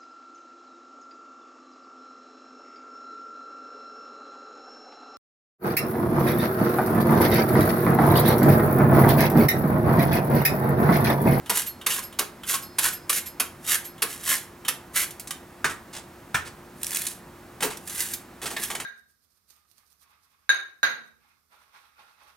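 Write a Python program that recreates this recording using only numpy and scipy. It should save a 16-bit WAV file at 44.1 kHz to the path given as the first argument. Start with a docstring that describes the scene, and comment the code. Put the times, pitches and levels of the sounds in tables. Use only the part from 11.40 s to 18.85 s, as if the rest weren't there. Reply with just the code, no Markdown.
"""At a coconut stall, a large knife trims a green nut: it bites into the husk, hisses through the
wet fibres and rings as it comes free, while the hollow nut knocks and resounds under it.
The knife is then chopped twice into a heap of nuts. Hands tear off loose strips, which rasp and
snap, and scraps drop on a crinkly plastic bag. A small room answers, over a faint machine hum."""
import sys
import numpy as np
from scipy import signal
from scipy.fft import rfft, irfft, next_fast_len
from scipy.io import wavfile
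from scipy.ndimage import map_coordinates

SR = 44100
rng = np.random.default_rng(int(sys.argv[2]) if len(sys.argv) > 2 else 0)


def to_wav(sig):
    """Store sig (one row per channel, or 1-D mono) as 16-bit WAV at the path in sys.argv[1].

    Samples outside -1..1 are clipped; the rate is SR.
    """
    pcm = np.clip(np.atleast_2d(sig), -1, 1) * 32767
    pcm = np.round(pcm).astype(np.int16)
    wavfile.write(sys.argv[1], SR, pcm.T)  # frames by channels


N = 328534

# Levels are set before each function's own gains. A fade time (t60) is the time to fall by 60 dB.
# The blade bites. Each row: start in seconds, level in dB, extra dB for the knock, pitch multiplier.
BITE_HITS = [(0.0953, -12.5, -11.5, .97), (0.4626, -13.5, -17, 1.1), (0.7877, -13.5, -13, 1.03),
             (1.384, -11, -24, 1.04), (1.694, -12, -24, 1.07), (1.9975, -13, -17.5, 1),
             (2.6194, -12, -15.5, 1.07), (3.2803, -13, -22, 1.12)]
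# Pushes through the husk. Each row: moment of full force, hold time and ramp time in seconds,
# level in dB, extra dB for the hollow tone, its pitch in Hz.
HUSK_PUSHES = [(0.162, 0.032, 0.03, -22.5, -9, 1750), (0.504, 0.088, 0.014, -25.5, -7.5, 1660),
               (1.092, 0.068, 0.016, -22.5, -7.5, 1700), (1.444, 0.032, 0.023, -22.5, -4.5, 1650),
               (1.735, 0.05, 0.016, -23.5, -11.5, 1880), (2.294, 0.054, .024, -21, -8.5, 1730),
               (2.704, 0.036, 0.035, -36.5, -7.5, 1800), (2.904, 0.016, 0.042, -20.5, -6.5, 1800),
               (3.56, 0.082, 0.01, -22, -7.5, 1850)]
# Flaps break away, longer ones sounding lower. Each row: start in seconds, level in dB, pitch in Hz.
FLAP_BREAKS = [(.505, -25, 2900), (0.581, -30, 1056), (1.137, -25, 1084), (1.445, -22.5, 1510),
               (2.325, -26.5, 1620), (2.909, -24, 1600), (3.563, -24, 1570), (7.164, -26, 1850)]
# The blade slips free. 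Each row: start in seconds, then dB for the first, second and two high tones.
BLADE_RELEASES = [(0.268, -51.5, -59, -37.5), (.63, -65, -50.5, -42.5), (1.225, -53, -48.5, -44.5),
                  (1.527, -59, -48, -38.5), (1.864, -57, -53, -40), (2.45, -60, -60, -41.5)]
# Light knocks on the nut. Each row: start in seconds, level in dB.
KNIFE_TAPS = [(0.06, -29.5), (0.413, -29.5), (0.7256, -33), (1.034, -27.5), (2.58, -37), (3.2489, -23.5),
              (3.907, -23)]
# Chops into the heap. Each row: start in seconds, level in dB, extra dB for the crack, pitch multiplier.
HEAP_CHOPS = [(4.2434, -8.5, -8, 1.04), (4.944, -7.5, -10, .99)]
# The stuck blade is levered. Each row: start in seconds, level in dB, length in seconds.
LEVER_CREAKS = [(4.527, -38, 0.06), (5.047, -40.5, 0.034)]
# Strips torn by hand. Each row: start and length in seconds, level in dB, extra dB for the crackle.
STRIP_TEARS = [(5.438, 0.28, -32, -4), (6.5, 0.235, -29, -8), (7.2, 0.074, -29, -6)]
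# Thick fibres snap. Each row: start in seconds, level in dB, fade time in seconds.
FIBRE_SNAPS = [(3.707, -25, 0.066), (3.7966, -22, 0.071), (3.873, -25, 0.073), (3.9074, -19, 0.045),
               (5.432, -12, 0.011), (5.4448, -13.5, .008), (5.4672, -14, .008), (5.507, -16.5, .012),
               (5.5185, -16, .003), (5.5475, -12, .02), (5.558, -15.5, .04), (5.5697, -10, 0.011),
               (5.6184, -16, .015), (5.667, -12.5, .035), (6.3714, -24.5, 0.033), (6.475, -23, .04),
               (6.497, -21.5, .05), (6.6044, -10.5, 0.042), (6.7359, -17, .055), (7.236, -15, 0.043)]
# A strip slides off. One row: start and length in seconds, level in dB, pitch in Hz, rise in Hz a second.
STRIP_SQUEAK = (7.238, .022, -43, 3200, 2500)
# Scraps land. Each row: start in seconds, level in dB, extra dB for the thud, crinkle fade in seconds.
SCRAP_DROPS = [(4.2954, -22.5, -21, .13), (6.205, -22, -3, .1), (6.2235, -10, -7, 0.12),
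               (6.3014, -24.5, -20, 0.18), (7.016, -25.5, -1, 0.32), (7.056, -18, -17, .11),
               (7.103, -23.5, -4.5, 0.13), (7.1645, -18.5, -12, 0.037), (7.301, -18.5, -10.5, 0.099),
               (7.3495, -16, -22, 0.07), (7.399, -20, -20, .09)]

# The steel's own tones. Each row: pitch in Hz, fade time in seconds.
STEEL_TONES = [(4274, .45), (5071, .4), (11472, .15), (12651, .12)]
# Tones of struck things. Each row: pitch in Hz, level in dB, fade time in seconds.
NUT_TONES = [(270, -3, .1), (410, -4, .09), (840, 1, .08)]
CLACK_TONES = [(1238, -4, .05), (3020, -3.5, 0.096), (3140, 0.5, 0.083), (3413, -3, 0.08), (3730, -6, .06)]
HEAP_TONES = [(86.1, -19.5, 0.36), (419, -14.5, 0.15), (970, -11, 0.12), (1047, -11.5, 0.15),
              (1285, -10, 0.1), (1430, -2, 0.11), (1500, 4.5, 0.028), (1800, -1, 0.09)]
# The machine's hum. Each row: pitch in Hz, level in dB.
HUM_TONES = [(88, -65.5), (351, -52.5)]

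# A flap's tone colour. Each row: multiple of the flap's pitch, relative level in dB.
FLAP_COLOUR = [(.4, -24.5), (.8, -16), (1, 1.5), (1.25, -11.5), (2.2, -12.5), (5, -38)]
# Tone colours of the other noises. Each row: frequency in Hz, relative level in dB.
CRACK_COLOUR = [(300, -31), (1100, -3), (2000, -1), (2750, -0.5), (4000, -3.5), (7800, -4.5), (9600, -1),
                (10150, 4), (10700, 1), (13000, -3), (15800, -18)]
KNOCK_COLOUR = [(100, -15.5), (200, 2), (330, 6), (425, 8.5), (560, 2.5), (850, 6.5), (1400, 9.5),
                (3500, -8.5)]
FIBRE_COLOUR = [(1100, -12), (2000, 1.5), (3000, 3), (4500, -1), (6500, 2.5), (10000, 5.5), (11800, 7),
                (14000, -2.5), (15800, -10.5)]
HOLLOW_COLOUR = [(150, -27.5), (430, -10.5), (600, -15.5), (1000, -2.5), (1400, -1), (1750, 8), (2150, 0.5),
                 (2900, -10), (5000, -11)]
SNAP_COLOUR = [(900, -18.5), (2200, -6.5), (5000, -5.5), (9000, -0.5), (12000, -2.5), (16000, -14.5)]
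BAG_COLOUR = [(300, -13), (800, -2.5), (1700, -1.5), (3000, -3), (5000, -8.5), (9000, -4.5), (13000, -13),
              (16000, -28)]
THUD_COLOUR = [(50, -33), (105, -20), (170, -9), (320, -5), (405, 1), (520, -6), (900, -6.5), (2500, -17)]
AIR_COLOUR = [(15, -74), (25, -25), (50, -6.5), (240, -3), (470, -10.5), (950, -10.5), (1750, -15.5),
              (3100, -25.5), (5500, -28.5), (15800, -31)]
AIR_SIDE_COLOUR = [(30, -28), (300, -8), (1000, -8), (15000, -31)]
TICK_COLOUR = [(400, -23), (1200, 2), (2300, -4), (3400, 0), (4600, -12), (10000, -7.5), (16000, -17)]
WOOD_COLOUR = [(35, -36), (80, 2), (130, -12), (700, -13), (1050, -1.5), (1550, 5), (2200, -1),
               (3000, -7.5), (6000, -27)]
RIND_COLOUR = [(400, -7.5), (1200, -4.5), (4500, -6), (9000, -7), (15000, -22)]
STRAND_COLOUR = [(1000, -17), (2000, -.5), (5000, -4), (10000, 4), (12500, 1), (15800, -10.5)]

# The room's echo. 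Each row: frequency in Hz, fade time in seconds.
ROOM_FADES = [(150, 0.49), (1500, 0.33), (5000, 0.26), (14000, 0.23)]
# Timing at the two microphone openings. Each row: frequency in Hz, the left one's lead in radians.
LEFT_LEAD = [(100, 0.016), (1100, 0.52)]
# Their balance. Each row: frequency in Hz, left level minus right level in dB.
LEFT_BALANCE = [(200, -0.1), (9000, -2.5)]


def bites(crack_db=-4, knock_db=-3, ring_db=-8, sink_s=.00503):
    """The edge crushes a dense pack of fibres in a moment, sinks in and knocks the hollow nut."""
    edge, nut = np.zeros((2, N))
    for start, db, body_db, pitch in BITE_HITS:
        add(edge, start, amp(db + crack_db) * burst(rise=.0015, hold=.0077, t60=.058))
        blow = burst(rise=.00038, hold=.023, t60=.13) * rng.standard_normal(SR // 2)
        add(nut, start, amp(db + body_db + knock_db) * colour(blow, KNOCK_COLOUR, pitch))
        add(nut, start + sink_s, amp(db + body_db + ring_db) * ringing(NUT_TONES, pitch, spread_db=.5))
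    return colour(edge * crush_fibres(), CRACK_COLOUR) + nut


def crush_fibres():
    """Packed fibres give way so fast that they blur into one crunch."""
    return fibres(14000, spread_db=1, clump_db=1.4, clump_rate=540)


def slices(hollow_db=-1.4, judder_db=5, catch_db=1.5, sway_ratio=1.104, growth_db_per_s=55):
    """The blade runs through wet husk: thousands of fine breaks a second hiss and stir the hollow nut."""
    t, edge, body = np.arange(N) / SR, np.zeros(N), np.zeros(N)
    hollow_peak_hz = 1750
    breaks = fibres(7000, spread_db=1.5, clump_db=3, clump_rate=560)
    slip = np.tanh(wobble(140))  # the blade catches and slips
    # The lifting flap changes length, so the hollow tone sways between three pitches.
    sway = np.tanh(wobble(22.02))
    shares = (np.maximum(-sway, 0), 1 - np.abs(sway), np.maximum(sway, 0))
    for start, hold, ramp, db, body_db, hz in HUSK_PUSHES:
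        force = amp(db + push_db(start, hold, ramp)) * breaks
        edge += force
        cut = np.flatnonzero(np.abs(t - start) < .4)
        # As the flap grows, the hollow tone gains on the hiss.
        growth_db = growth_db_per_s * np.clip(t[cut] - start - hold / 2, -hold / 2, hold / 2)
        nut = force[cut] * amp(body_db + hollow_db + growth_db + judder_db * slip[cut])
        for share, ratio in zip(shares, (1 / sway_ratio, 1, sway_ratio)):
            add(body, t[cut[0]], colour(nut * share[cut], HOLLOW_COLOUR, ratio * hz / hollow_peak_hz))
    return colour(edge * amp(catch_db * slip), FIBRE_COLOUR) + body


def push_db(start, hold, ramp, db_per_ramp=12, sag_db_per_s=80, release_ratio=1.14):
    """Level of one push: the knife bears down, slows in the cut and lets go a little more gently."""
    t = np.arange(N) / SR - start
    ramps_away = (np.maximum(-t, 0) + np.maximum(t - hold, 0) / release_ratio) / ramp
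    return -db_per_ramp * np.minimum(ramps_away, 20) - sag_db_per_s * np.clip(t, 0, hold)


def flaps(flap_db=-1):
    """The last fibres of a flap of husk give way together and ring it with a woody crunch."""
    out = np.zeros(N)
    breaks = fibres(9000, spread_db=2.5, clump_db=0, clump_rate=300)
    for start, db, hz in FLAP_BREAKS:
        force = np.zeros(N)
        add(force, start, amp(db + flap_db) * burst(rise=.0012, hold=.0073, t60=.088))
        out += colour(force * breaks, FLAP_COLOUR, hz)
    return out


def blade_ring(ring_db=3, waver_db=5):
    """The edge scrapes off the nut and leaves the steel ringing, wavering as the knife swings back."""
    ring, scrape, t = np.zeros(N), np.zeros(N), np.arange(SR // 2) / SR
    for k, (hz, t60) in enumerate(STEEL_TONES):
        tone = np.zeros(N)
        ping = burst(rise=.0032, hold=.019, t60=t60) * np.sin(2 * np.pi * hz * t)
        for start, first_db, second_db, high_db in BLADE_RELEASES:
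            add(tone, start, amp((first_db, second_db, high_db, high_db)[k]) * ping)
        ring += tone * amp(ring_db + waver_db * np.tanh(wobble(29.86)))
    for start, _, _, high_db in BLADE_RELEASES:
        add(scrape, start - .008, amp(high_db + 5) * burst(rise=.0051, hold=.01, t60=.15))
    return ring + colour(scrape * rng.standard_normal(N), FIBRE_COLOUR)


def taps(tick_db=-9, clack_db=-13):
    """The knife knocks lightly on the nut: a dry tick and a small pitched clack."""
    force, clacks = np.zeros((2, N))
    for start, db in KNIFE_TAPS:
        add(force, start, amp(db + tick_db) * burst(rise=.00036, hold=.0012, t60=.09))
        add(clacks, start, amp(db + clack_db) * ringing(CLACK_TONES, pitch=.99, spread_db=1.5))
    return colour(force * rng.standard_normal(N), TICK_COLOUR) + clacks


def chops(ring_db=-11, knock_db=-9, crack_db=-8):
    """The knife cracks into a nut with a woody knock; the heap rings and the husk creaks on the blade."""
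    ring, knock, crack, creak = np.zeros((4, N))
    for start, db, edge_db, pitch in HEAP_CHOPS:
        add(ring, start, amp(db + ring_db) * ringing(HEAP_TONES, pitch, spread_db=1))
        add(knock, start, amp(db + knock_db) * burst(rise=.0015, hold=.0016, t60=.096))
        add(crack, start, amp(db + edge_db + crack_db) * burst(rise=.00026, hold=.0018, t60=.14))
    for start, db, length in LEVER_CREAKS:
        add(creak, start, amp(db) * burst(rise=.0064, hold=length, t60=.067))
    noise = rng.standard_normal(N)
    rind = crack * noise + creak * fibres(3000, spread_db=2, clump_db=2, clump_rate=270)
    return ring + colour(knock * noise, WOOD_COLOUR) + colour(rind, RIND_COLOUR)


def tears(rasp_db=-2.5, crackle_db=-3, crackles_per_s=170, hollow_db=-12):
    """Pulled by hand, fibres part in a fine rasp and small bundles crackle at random."""
    tension = sum(amp(db) * pull(start, length) for start, length, db, _ in STRIP_TEARS)
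    brittle = sum(amp(db + extra) * pull(start, length) for start, length, db, extra in STRIP_TEARS)
    bundles = np.abs(fibres(crackles_per_s, spread_db=5, clump_db=3, clump_rate=40))
    pops = signal.oaconvolve(bundles, burst(rise=.0001, hold=.0003, t60=.004))[:N]
    crackle = unit(pops * rng.standard_normal(N))
    rasp = fibres(4000, spread_db=2, clump_db=2.5, clump_rate=220)
    force = amp(crackle_db) * brittle * crackle + amp(rasp_db) * tension * rasp
    return colour(force, STRAND_COLOUR) + amp(hollow_db) * colour(force, HOLLOW_COLOUR)


def pull(start, length, swell_db=8.5, grip_s=.032):
    """Force on one strip: the fingers take hold, pull hardest in the middle and let go."""
    from_middle = np.abs(np.arange(N) / SR - start - length / 2)
    swell = amp(-swell_db * np.minimum(2 * from_middle / length, 1))
    return swell * np.exp(-np.maximum(from_middle - length / 2, 0) / grip_s)


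def snaps(snap_db=.5, pitch_spread=.14):
    """A thick fibre parts with a sharp tick, a bundle with a longer crack; each has its own pitch."""
    out = np.zeros(N)
    for start, db, t60 in FIBRE_SNAPS:
        force = burst(rise=.00023, hold=.0005, t60=t60) * rng.standard_normal(SR // 2)
        pitch = np.exp(pitch_spread * rng.uniform(-.96, 1))
        snap = colour(force, SNAP_COLOUR, pitch)
        add(out, start, amp(db + snap_db) * snap / np.abs(snap).max())
    return out


def squeak(jitter_hz=170):
    """Wet husk sticks and slips fast enough to give a short rising note."""
    start, length, db, base_hz, hz_per_s = STRIP_SQUEAK
    out, t = np.zeros(N), np.arange(SR // 2) / SR
    hz = base_hz + hz_per_s * t + jitter_hz * wobble(500)[:len(t)]
    note = np.sin(2 * np.pi * np.cumsum(hz) / SR)
    add(out, start, amp(db) * burst(rise=.004, hold=length, t60=.03) * note)
    return out


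def drops(crinkle_db=-7.5, thud_db=-9):
    """Each scrap of husk thuds softly and crinkles the plastic bag."""
    plastic, weight = np.zeros((2, N))
    for start, db, extra_db, t60 in SCRAP_DROPS:
        add(plastic, start, amp(db + crinkle_db) * burst(rise=.0019, hold=.0015, t60=t60))
        add(weight, start, amp(db + extra_db + thud_db) * burst(rise=.01, hold=.033, t60=.096))
    crinkle = fibres(5000, spread_db=.5, clump_db=2, clump_rate=400)
    return colour(plastic * crinkle, BAG_COLOUR) + colour(weight * rng.standard_normal(N), THUD_COLOUR)


def room(sound, tail_db, near_db, near_t60=.031, width=.47, size=13000):
    """The direct sound, quick echoes off nearby crates and nuts, and the room's fading tail."""
    t, out = np.arange(size) / SR, np.zeros((2, N))
    hz, age, _ = signal.stft(t, SR, nperseg=256)
    fade = amp(-60 * age / along(ROOM_FADES, hz)[:, None])
    scatter = amp(-60 * t / near_t60) * (t > .001)
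    for first in range(0, N, size):  # fresh echoes for each block, as the hands move
        noise = signal.stft(rng.standard_normal((2, size)), nperseg=256)[2]
        tail = signal.istft(noise * fade, nperseg=256)[1][:, :size] * (1 - np.exp(-t / .0038))
        near = rng.standard_normal((2, size)) * scatter
        echoes = (amp(tail_db) * unit(tail) + amp(near_db) * unit(near)) / np.sqrt(size)
        echoes[0, 0] += 1  # the direct sound
        echoes /= np.linalg.norm(echoes[0])
        mid, side = signal.fftconvolve(sound[None, first:first + size], echoes, axes=1)
        add(out[0], first / SR, mid + width * side)
        add(out[1], first / SR, mid - width * side)
    return out


def background(air_db=-47.5, side_db=-15):
    """Distant rumble, faint hiss and a slightly unsteady machine hum."""
    t = np.arange(N) / SR
    mid = amp(air_db + .16 * wobble(10)) * colour(rng.standard_normal(N), AIR_COLOUR)
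    side = amp(air_db + side_db) * colour(rng.standard_normal(N), AIR_SIDE_COLOUR)
    hum = sum(amp(db + .19 * wobble(5.2)) * np.sin(2 * np.pi * hz * t + .5 * wobble(5.7))
              for hz, db in HUM_TONES)
    return np.array([mid + side, mid - side]) + hum


def fibres(rate, spread_db, clump_db, clump_rate):
    """Tiny breaks of uneven size that come in bundles, about `rate` breaks a second."""
    breaks = (rng.random(N) < rate / SR) * np.sign(rng.standard_normal(N))
    size_db = spread_db * np.clip(rng.standard_normal(N), -2, 2)
    bundle_db = clump_db * np.clip(wobble(clump_rate), -2, 2)
    return unit(breaks * amp(size_db + bundle_db))


def burst(rise, hold, t60):
    """Force of one contact: it builds, holds and dies away (times in seconds)."""
    t = np.arange(SR // 2) / SR
    return (1 - np.exp(-t / rise)) * amp(-60 * np.maximum(t - hold, 0) / t60)


def ringing(tones, pitch, spread_db):
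    """A struck thing rings at its own tones, a little differently each time."""
    t, out = np.arange(SR // 2) / SR, np.zeros(SR // 2)
    for hz, db, t60 in tones:
        level = amp(db + rng.normal(0, spread_db)) * burst(rise=1.1 / hz, hold=0, t60=t60)
        tuned_hz = hz * pitch * (1 + rng.normal(0, .005))
        out += level * np.sin(2 * np.pi * (tuned_hz * t + rng.random()))
    return out


def colour(sound, spectrum, pitch=1, size=4096):
    """Filter a sound to a tone colour whose frequencies are multiplied by `pitch`."""
    shifted = [(hz * pitch, db) for hz, db in spectrum]
    gain = amp(along(shifted, np.fft.rfftfreq(size, 1 / SR)))
    # Folding the cepstrum makes the filter ring only after a hit, never before it.
    cepstrum = irfft(np.log(np.maximum(gain, 1e-6)))
    cepstrum[1:size // 2] *= 2
    cepstrum[size // 2 + 1:] = 0
    pulse = irfft(np.exp(rfft(cepstrum)))
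    return signal.oaconvolve(sound, pulse / np.linalg.norm(pulse))[:N]


def wobble(rate):
    """A smooth curve through `rate` random points a second."""
    points = rng.standard_normal(int(N * rate / SR) + 4)
    fine = map_coordinates(points, [np.arange(8 * len(points) - 8) / 8])
    return np.interp(np.arange(N) * (8 * rate / SR), np.arange(len(fine)), fine)


def amp(db):
    """Turn decibels into a multiplier."""
    return 10 ** (np.asarray(db) / 20)


def unit(sound):
    """Scale a sound to an average power of 1."""
    return sound / np.sqrt(np.mean(sound ** 2) + 1e-20)


def along(table, hz):
    """Read between a table's rows on a log frequency scale."""
    row_hz, values = np.transpose(table)
    return np.interp(np.log(hz + 1), np.log(row_hz + 1), values)


def add(track, start, sound):
    """Mix a sound into a track at `start` seconds."""
    part = track[max(round(start * SR), 0):][:len(sound)]
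    part += sound[:len(part)]


def scene():
    """Handwork and sounds on the ground echo in one small room; ringing steel and background join them."""
    handwork = bites() + slices() + flaps() + tears() + snaps() + squeak() + taps()
    in_hand = room(handwork, tail_db=-8, near_db=-8)
    on_ground = room(chops() + drops(), tail_db=-7.5, near_db=-10)
    return in_hand + on_ground + blade_ring() + background()


def record(dry, ceiling=.55, top_hz=16000):
    """Loud peaks are rounded, left and right differ in timing and level, and the top treble is cut."""
    rounded = dry / (1 + (dry / ceiling) ** 4) ** (1 / 4)
    size = next_fast_len(N + SR // 4)
    hz = np.fft.rfftfreq(size, 1 / SR)
    half = np.array([[.5], [-.5]])
    openings = amp(half * along(LEFT_BALANCE, hz)) * np.exp(1j * half * along(LEFT_LEAD, hz))
    return irfft(rfft(rounded, size) * openings * (hz < top_hz), size)[:, :N]


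dry = scene()
out = record(dry)
to_wav(out)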